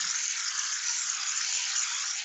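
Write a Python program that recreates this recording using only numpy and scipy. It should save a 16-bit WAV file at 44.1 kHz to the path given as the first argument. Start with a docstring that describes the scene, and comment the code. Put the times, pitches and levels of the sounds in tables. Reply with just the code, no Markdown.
"""A wet, steady hiss, close and mono in a small room: an aerosol can lays shaving foam on an aluminium tray.
Echoes off the tray and its surroundings sweep the colour of the jet as the hand goes to and fro.
Brief whistling swells rise in the hiss. Gas pockets sputter and spit in the nozzle; the foam spurts,
and gulps as it lands. Underneath, the moving hand adds faint low bumps and hollow rubs of the can."""
import sys
import numpy as np
from scipy import signal
from scipy.fft import rfft, irfft
from scipy.io import wavfile
from scipy.ndimage import map_coordinates

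SR = 44100
rng = np.random.default_rng(int(sys.argv[2]) if len(sys.argv) > 2 else 0)


def wav_out(sig):
    """Save sig, one row per channel (or a flat mono array), as 16-bit PCM at SR to the path in sys.argv[1]."""
    wavfile.write(sys.argv[1], SR, np.round(np.clip(np.atleast_2d(sig).T, -1, 1) * 32767).astype(np.int16))


N = 98784

# Noise colours. Each row: frequency in Hz, relative level in dB.
JET_COLOUR = [(100, -78), (330, -48.5), (660, -49.5), (800, -44.5), (1120, -6.5), (1350, 2.5), (2000, -2),
              (2900, -0.5), (3650, -3.5), (4400, 0), (5200, 2.5), (6800, 2.5), (7400, -2.5), (8000, -13.5),
              (8600, -17)]
FIZZ_COLOUR = [(1500, -78.5), (4300, -38), (5200, 5.5), (6000, 3), (7100, 13), (7500, 3), (8000, -29),
               (8600, -32.5)]  # the finest fizz in the nozzle
DEEP_COLOUR = [(400, -46.5), (640, -42), (720, -11.5), (785, 1.5), (850, -12), (930, 6.5), (1020, -9),
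               (1300, -59.5)]  # the tray's deepest resonance
HOLLOW_COLOUR = [(700, -56), (950, -9), (1050, 3.5), (1170, 8.5), (1300, 10), (1700, -56)]  # the hollow one just above it
RUSTLE_COLOUR = [(25, -47.5), (70, -30), (105, -4), (150, 12.5), (200, 10.5), (280, 4), (340, -12),
                 (600, -26), (1200, -42)]  # the hand on the can
ROOM_COLOUR = [(25, -21), (60, -16), (150, -11), (400, -17.5), (2000, 22), (8000, -37)]
# Finger pressure on the valve. Each row: time in seconds, hiss level in dB.
VALVE_FLOW = [(0, -34), (0.16, -38), (0.59, -36.5), (0.73, -37.5), (1.15, -38), (1.21, -37.5),
              (1.56, -36.5), (2.0, -35.5), (2.1, -39), (2.24, -45)]
# The hand turns after each stroke. Each row: time in seconds, place along the tray from 0 to 1,
# echo lag off a farther surface in ms.
HAND_TURNS = [(0, 0.48, 1.76), (0.25, 0.26, 2.7), (0.626, 0.57, 1.8), (0.918, 0.28, 2.1), (1.265, 0.84, 2),
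              (1.556, 0.07, 1.2), (1.942, 0.93, 2.04), (2.201, 0.25, 1.19)]
# Tray resonances that tint the hiss. Each row: pitch in Hz, width in Hz, gain in dB.
TRAY_TINTS = [(1410, 4, -10), (1718, 100, -6.5), (2253, 86, -6)]
# Whistling swells in the hiss. Each row: centre in seconds, level in dB, pitch in Hz, length in seconds,
# width in Hz.
WHISTLE_SWELLS = [(0.01, -31, 6730, .026, 570), (0.104, -31, 5840, 0.023, 450),
                  (0.18, -32.5, 6350, 0.058, 400), (0.24, -33.5, 6480, 0.039, 800),
                  (0.302, -33, 6410, 0.023, 570), (0.417, -38, 5580, 0.032, 570),
                  (0.477, -34.5, 5320, 0.03, 860), (0.594, -28.5, 5980, 0.012, 650),
                  (0.628, -39, 6430, .12, 380), (0.733, -34.5, 6380, 0.036, 557),
                  (0.895, -33, 5950, 0.08, 330), (0.904, -41.5, 7200, .057, 247),
                  (0.97, -40.5, 5850, 0.13, 398), (1.01, -34, 7350, 0.092, 330),
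                  (1.056, -41.5, 5750, .06, 570), (1.144, -36.5, 6680, 0.13, 450),
                  (1.222, -35.5, 4970, 0.026, 570), (1.29, -34, 6800, 0.055, 252),
                  (1.321, -37.5, 5180, 0.011, 300), (1.372, -31.5, 7100, .037, 450),
                  (1.416, -39, 5170, 0.083, 577), (1.46, -38.5, 6040, 0.18, 380),
                  (1.55, -37, 7030, 0.16, 383), (1.628, -34, 6020, 0.021, 443),
                  (1.785, -34, 5920, 0.033, 300), (1.8, -31.5, 6990, 0.079, 264),
                  (1.961, -37, 6580, .08, 280), (2.01, -32.5, 6550, 0.025, 564),
                  (2.108, -36, 5660, 0.091, 567), (2.179, -36.5, 7030, 0.028, 450)]
# The sputter stalls briefly. Each row: centre in seconds, dip in dB, length in seconds.
SPUTTER_STALLS = [(0.03, 16.5, 0.04), (0.126, -0.5, 0.022), (0.353, 6.5, 0.025), (0.525, 5, 0.029),
                  (0.687, 3.5, 0.027), (1.197, 10, 0.076), (1.676, 0.5, 0.044), (2.037, 4, 0.02),
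                  (2.12, 1.5, 0.021)]
# The largest gas pockets. Each row: centre in seconds, peak in dB, pitch in Hz, length in ms.
GAS_SPITS = [(0.0098, -23, 6500, 1), (0.027, -24, 6300, 1.6), (0.052, -23.5, 6600, 2.5),
             (0.1015, -23.5, 6900, 3), (0.1112, -20, 5920, 2.4), (0.1908, -24, 6130, 1),
             (0.2164, -22.5, 6190, 1), (0.2555, -18, 6500, 1.3), (0.2807, -15, 6540, 1.3),
             (0.3104, -21, 6320, 1.6), (0.449, -21.5, 6620, 1), (0.4825, -23.5, 5000, 1.4),
             (0.4851, -21, 5450, 1.3), (0.5894, -23, 6110, 1.5), (0.594, -19, 6130, 1.1),
             (0.6341, -22.5, 6200, 1.2), (0.7358, -22.5, 5680, 1.2), (0.741, -22.5, 6580, 1),
             (0.8526, -22.5, 6020, 1.5), (0.8732, -21.4, 6120, 2.3), (0.8845, -20, 5800, 1.4),
             (0.8949, -21, 5810, 1), (0.9531, -23, 5940, 1.5), (0.995, -20.5, 6120, 1),
             (1.0107, -22, 7150, 1.5), (1.1001, -15.3, 6690, 1.8), (1.2868, -21.5, 6300, 1.2),
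             (1.2937, -21.6, 6400, 2.4), (1.3224, -22.5, 6010, 1.5), (1.3757, -20.5, 6400, 2.2),
             (1.4138, -21.5, 5550, 1.3), (1.4484, -22.5, 6500, 1.2), (1.4937, -20.5, 6100, 1),
             (1.526, -21.5, 6900, 1.5), (1.557, -23.5, 5590, 1), (1.573, -20.5, 6900, 1.5),
             (1.6204, -23, 6350, 1.2), (1.6413, -22.5, 6290, 1.4), (1.756, -21.5, 5960, 1),
             (1.7615, -18.5, 5750, 1.6), (1.7646, -18.5, 5560, 1.6), (1.7949, -19.5, 6850, 2.9),
             (1.8028, -20.5, 6300, 0.8), (1.812, -21.5, 5850, 1.4), (1.834, -20, 6760, 1.2),
             (1.8375, -21, 6800, 3), (2.1905, -23.5, 5200, .8), (2.1972, -24, 4600, .8)]
# Bands of hiss that come and go with the hand. Each row: pitch in Hz, width in Hz, level in dB,
# loudest place from 0 to 1.
SWEEP_BANDS = [(1440, 130, -52, .38), (2010, 970, -48.5, .36), (2024, 540, -48.5, 0.8),
               (2960, 510, -45, 0.2), (3270, 520, -52, 0.7), (3025, 220, -62.5, 0.6),
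               (3310, 350, -42.5, 0.91), (3337, 150, -55, .3), (1674, 95, -48.5, .86)]
# Soft bursts. Each row: centre in seconds, level in dB, pitch in Hz, length in seconds.
FOAM_SPURTS = [(0.015, -41, 3780, 0.05), (0.335, -42, 2570, 0.044), (0.89, -40.5, 4650, 0.091),
               (1.42, -44, 2600, 0.18), (1.55, -40, 4380, 0.25), (1.63, -39.5, 2700, 0.14),
               (1.73, -37, 4140, 0.034), (2.198, -37.5, 2550, 0.04), (2.2, -42, 4060, 0.048)]  # foam leaves the nozzle
CAN_RUBS = [(0.025, -74.5, 430, 0.072), (0.255, -74.5, 430, 0.098), (1.58, -63.5, 502, 0.051),
            (1.694, -83, 504, 0.083), (1.916, -74.5, 567, 0.1), (1.982, -66, 624, 0.037),
            (2.17, -74, 614, 0.093)]  # the can rubs in the hand
HAND_BUMPS = [(0.035, -60, 173, 0.097), (0.17, -75.5, 165, 0.086), (0.22, -73, 253, 0.055),
              (0.335, -74.5, 264, 0.082), (0.565, -80, 170, 0.062), (0.655, -71, 245, 0.043),
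              (0.72, -80, 190, 0.078), (0.9, -72, 223, 0.075), (0.97, -73.5, 250, 0.11),
              (1.06, -74, 195, 0.077), (1.2, -73, 215, 0.088), (1.385, -72, 218, 0.062),
              (1.475, -75.5, 257, 0.056), (1.56, -72, 218, 0.052), (1.675, -76, 235, 0.053),
              (1.735, -76, 161, .04), (1.915, -83, 195, .05), (2.076, -87, 196, 0.034)]  # the hand shifts
FOAM_GULPS = [(0.04, -62, 764, 0.1), (0.17, -58, 936, 0.13), (0.38, -61, 945, 0.1), (0.52, -65, 755, 0.031),
              (0.59, -52.5, 1040, 0.087), (0.625, -64, 760, 0.14), (0.73, -69, 720, 0.062),
              (0.92, -56, 935, 0.17), (1.085, -57.5, 772, 0.028), (1.22, -58.5, 795, 0.13),
              (1.42, -66.5, 790, 0.073), (1.53, -59, 782, 0.21), (1.58, -54.5, 988, 0.19),
              (1.73, -57.5, 802, 0.19), (1.915, -53, 953, 0.073), (2.07, -59.5, 800, 0.093),
              (2.21, -56.5, 793, 0.13)]  # foam lands on the tray

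SIMMER_DB, SIMMER_HZ = -38.5, 6140  # the sputter between whistles
TIME, BINS_HZ = np.arange(N) / SR, np.fft.rfftfreq(N, 1 / SR)


def from_db(db):
    """Decibels to gain."""
    return 10 ** (np.asarray(db) / 20)


def rms_one(x):
    """Scale to rms 1."""
    return x / np.sqrt(np.mean(x ** 2) + 1e-20)


def noise(colour):
    """Noise of the given colour, rms 1."""
    hz, db = np.transpose(colour)
    gain = from_db(np.interp(np.log(np.maximum(BINS_HZ, 1)), np.log(hz), db))
    return rms_one(irfft(rfft(rng.standard_normal(N)) * gain, N))


def flutter(rate_hz):
    """Random wavering up to about the given rate, rms 1."""
    return rms_one(irfft(rfft(rng.standard_normal(N)) / (1 + (BINS_HZ / rate_hz) ** 2), N))


def resonance(x, hz, width_hz):
    """Two-pole band-pass with gain 1 at its peak."""
    r = np.exp(-np.pi * width_hz / SR)
    poles = [1, -2 * r * np.cos(2 * np.pi * hz / SR), r * r]
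    return signal.lfilter(np.array([1, 0, -1]) * (1 - r * r) / 2, poles, x)


def hollow_noise(hz, width_hz):
    """Noise passed twice through one resonance, rms 1."""
    return rms_one(resonance(resonance(rng.standard_normal(N), hz, width_hz), hz, width_hz))


def swell(u):
    """A smooth bell, at half height for u = -1/2 and 1/2."""
    return .5 ** ((2 * u) ** 2)


def burst(s, db, length):
    """Envelope of a smooth burst centred on s."""
    return from_db(db) * swell((TIME - s) / length)


def hollow_bursts(rows, width_hz):
    """Breaths of hollow noise, each at its own pitch."""
    return sum(burst(s, db, length) * hollow_noise(hz, width_hz) for s, db, hz, length in rows)


def hand():
    """Place along the tray and far echo lag in ms: the hand eases from each turn to the next."""
    s, *columns = np.transpose(HAND_TURNS)
    turns = np.arange(len(s))
    stroke, part = np.divmod(np.interp(TIME, s, turns), 1)
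    eased = stroke + np.sin(np.pi * part / 2) ** 2
    return [np.interp(eased, turns, column) for column in columns]


def reflect(x, lag_ms, top_hz):
    """An echo with a moving delay; the surface scatters its treble away."""
    echo = map_coordinates(x, [np.arange(N) - lag_ms * SR / 1000], order=3)
    return signal.sosfiltfilt(signal.butter(1, top_hz, fs=SR, output="sos"), echo)


def gurgling(x, depth_db, rate_hz):
    """The wet jet is uneven: each half octave flickers on its own, with its peaks capped."""
    octaves = np.log2(np.maximum(BINS_HZ, 1))
    centres = np.log2(np.geomspace(1000, 8000, num=7))
    bands = (irfft(rfft(x) * np.interp(octaves, centres, share), N) for share in np.eye(len(centres)))
    return rms_one(sum(band * from_db(depth_db * np.minimum(flutter(rate_hz), 1.6)) for band in bands))


def jet(trim_db=0.51, tray_share=0.46, far_share=0.28, rim_share=0.11, sweep_ms=0.651, sway_ms=0.14):
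    """Turbulent hiss and crackle, combed by moving reflections and tinted by the tray."""
    flow_db = np.interp(TIME, *np.transpose(VALVE_FLOW))
    place, far_ms = hand()
    hiss = gurgling(noise(JET_COLOUR), depth_db=4.0, rate_hz=82) * from_db(flow_db + trim_db)
    spray = hiss + crackle()
    spray += tray_share * reflect(spray, lag_ms=0.28 + sweep_ms * place, top_hz=8400)
    spray += far_share * reflect(spray, far_ms, top_hz=2900)
    # weak echoes off the four rims drift as the can moves
    rim_lags_ms = [ms + sway_ms * flutter(rate_hz=2.7) for ms in rng.uniform(1.002, 4.3, size=4)]
    spray += rim_share * sum(reflect(spray, ms, top_hz=8160) for ms in rim_lags_ms)
    return spray + sum(from_db(db) * resonance(spray, hz, width) for hz, width, db in TRAY_TINTS)


def crackle(per_s=1900, level_db=-47, band_hz=(1600, 6500), spread_db=4):
    """Tiny foam bubbles burst in a dense run of sharp ticks."""
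    sizes = from_db(spread_db * np.minimum(rng.exponential(1, N), 2)) * rng.choice([-1, 1], N)
    ticks = sizes * (rng.random(N) < per_s / SR)
    band = signal.butter(5, band_hz, "band", fs=SR, output="sos")
    return from_db(level_db) * rms_one(signal.sosfilt(band, ticks))


def sputter_contour():
    """Level in dB and pitch in Hz for the sputter to follow: a simmer, lifted and bent by each whistle."""
    swells = [burst(s, db, length) for s, db, _, length, _ in WHISTLE_SWELLS]
    powers = np.array([np.full(N, from_db(SIMMER_DB))] + swells) ** 2
    pitches = np.array([SIMMER_HZ] + [hz for _, _, hz, _, _ in WHISTLE_SWELLS])
    return 10 * np.log10(powers.sum(0)), pitches @ powers ** 2 / (powers ** 2).sum(0)


def pockets(rows, rise=0.035):
    """Gas pockets squeeze through the nozzle: each a tiny chirp that swells, rises and fades."""
    out = np.zeros(N)
    for (s, db, hz, ms), phase in zip(rows, rng.random(len(rows))):
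        length = ms / 1000
        at = np.arange(max(int((s - 2 * length) * SR), 0), min(int((s + 2 * length) * SR), N))
        u = (at / SR - s) / length
        cycles = hz * length * (u + rise * u * u / 2)
        out[at] += from_db(db) * swell(u) * np.sin(2 * np.pi * (cycles + phase))
    return out


def sputter(per_s=2600, spread_db=5, pockets_db=-4.5, fizz_db=-1.5, follow_share=0.21, flicker_db=3.5):
    """Fine fizz and a crowd of small pockets round a moving pitch, lifting a little with each whistle."""
    contour_db, contour_hz = sputter_contour()
    at = np.flatnonzero(rng.random(N) < per_s / SR)
    size, detune, stretch = np.clip(rng.standard_normal((N, 3)), -2, 2)[at].T
    pitch_hz = contour_hz[at] * np.exp(0.022 * detune)
    length_ms = 0.88 * np.exp(0.25 * stretch)
    crowd = pockets(np.transpose([at / SR, spread_db * size, pitch_hz, length_ms]))
    texture = from_db(pockets_db) * rms_one(crowd) + from_db(fizz_db) * noise(FIZZ_COLOUR)
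    level_db = SIMMER_DB + follow_share * (contour_db - SIMMER_DB) + flicker_db * flutter(rate_hz=110)
    return from_db(level_db) * texture


def stalling(ease_off_s=2.19, fade_db_per_s=335, sink_db=9):
    """Gain of the sputter: it ducks at each stall and sinks as the finger eases off."""
    dips_db = sum(db * swell((TIME - s) / length) for s, db, length in SPUTTER_STALLS)
    fade_db = np.clip(fade_db_per_s * (TIME - ease_off_s), 0, sink_db)
    return from_db(-dips_db - fade_db)


def whistles(rough_db=0.7, trim_db=-1.0):
    """Brief, narrow, whistling swells in the hiss at about 5-7 kHz, each at its own pitch."""
    notes = sum(burst(s, db, length) * hollow_noise(hz, width)
                for s, db, hz, length, width in WHISTLE_SWELLS)
    return from_db(trim_db + rough_db * flutter(rate_hz=82)) * notes


def sweep_swells(deep_db=-67, waver_db=1.0, hollow_db=-50.5, falloff_db=29.5, reach=0.21):
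    """A hollow note and hiss bands at 1.4-3.3 kHz swell and fade as the hand sweeps, over a low murmur."""
    place, _ = hand()
    deep_gain = from_db(deep_db + waver_db * flutter(rate_hz=14.0))
    # the hollow note is at full level from the middle of the tray onwards
    hollow_gain = from_db(hollow_db - falloff_db * np.maximum(1 - place / 0.5, 0))
    bands = sum(from_db(db) * swell((place - spot) / reach) * hollow_noise(hz, width)
                for hz, width, db, spot in SWEEP_BANDS)
    return deep_gain * noise(DEEP_COLOUR) + hollow_gain * noise(HOLLOW_COLOUR) + bands


def spurts():
    """Foam leaves the nozzle in wet, broad splutters."""
    return hollow_bursts(FOAM_SPURTS, width_hz=1100)


def handling(rustle_db=-86.5):
    """A faint rustle, soft bumps of the moving hand, and a few hollow rubs of the can."""
    rustle = from_db(rustle_db) * noise(RUSTLE_COLOUR)
    return rustle + hollow_bursts(HAND_BUMPS, width_hz=75) + hollow_bursts(CAN_RUBS, width_hz=190)


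def gulps():
    """Foam lands and rings the tray's low resonances."""
    return hollow_bursts(FOAM_GULPS, width_hz=125)


def room(x, t60_s=0.21, wet_db=-13.5, gap_s=0.003):
    """Adds a short diffuse tail from the table and walls."""
    t = np.arange(SR // 2) / SR
    tail = rng.standard_normal(len(t)) * from_db(-60 * t / t60_s) * (t > gap_s)
    return x + from_db(wet_db) * signal.fftconvolve(x, tail / np.linalg.norm(tail))[:N]


def scene():
    """Spray, handling and room tone, alike in both channels."""
    spray = jet() + stalling() * sputter() + whistles() + pockets(GAS_SPITS) + sweep_swells()
    foam = gulps() + spurts()
    mono = room(spray + foam) + handling() + from_db(-94) * noise(ROOM_COLOUR)
    return np.array([mono, mono])


def record(dry):
    """A narrow-band microphone: the treble rolls off fast, a trace leaks past, and the top is cut."""
    rolloff_hz, leak_db, cutoff_hz = 7620, -26.5, 11800
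    dull = signal.sosfilt(signal.butter(14, rolloff_hz, fs=SR, output="sos"), dry)
    top_cut = signal.ellip(8, .1, 70, cutoff_hz, fs=SR, output="sos")
    return signal.sosfilt(top_cut, dull + from_db(leak_db) * dry)


dry = scene()
out = record(dry)
wav_out(out)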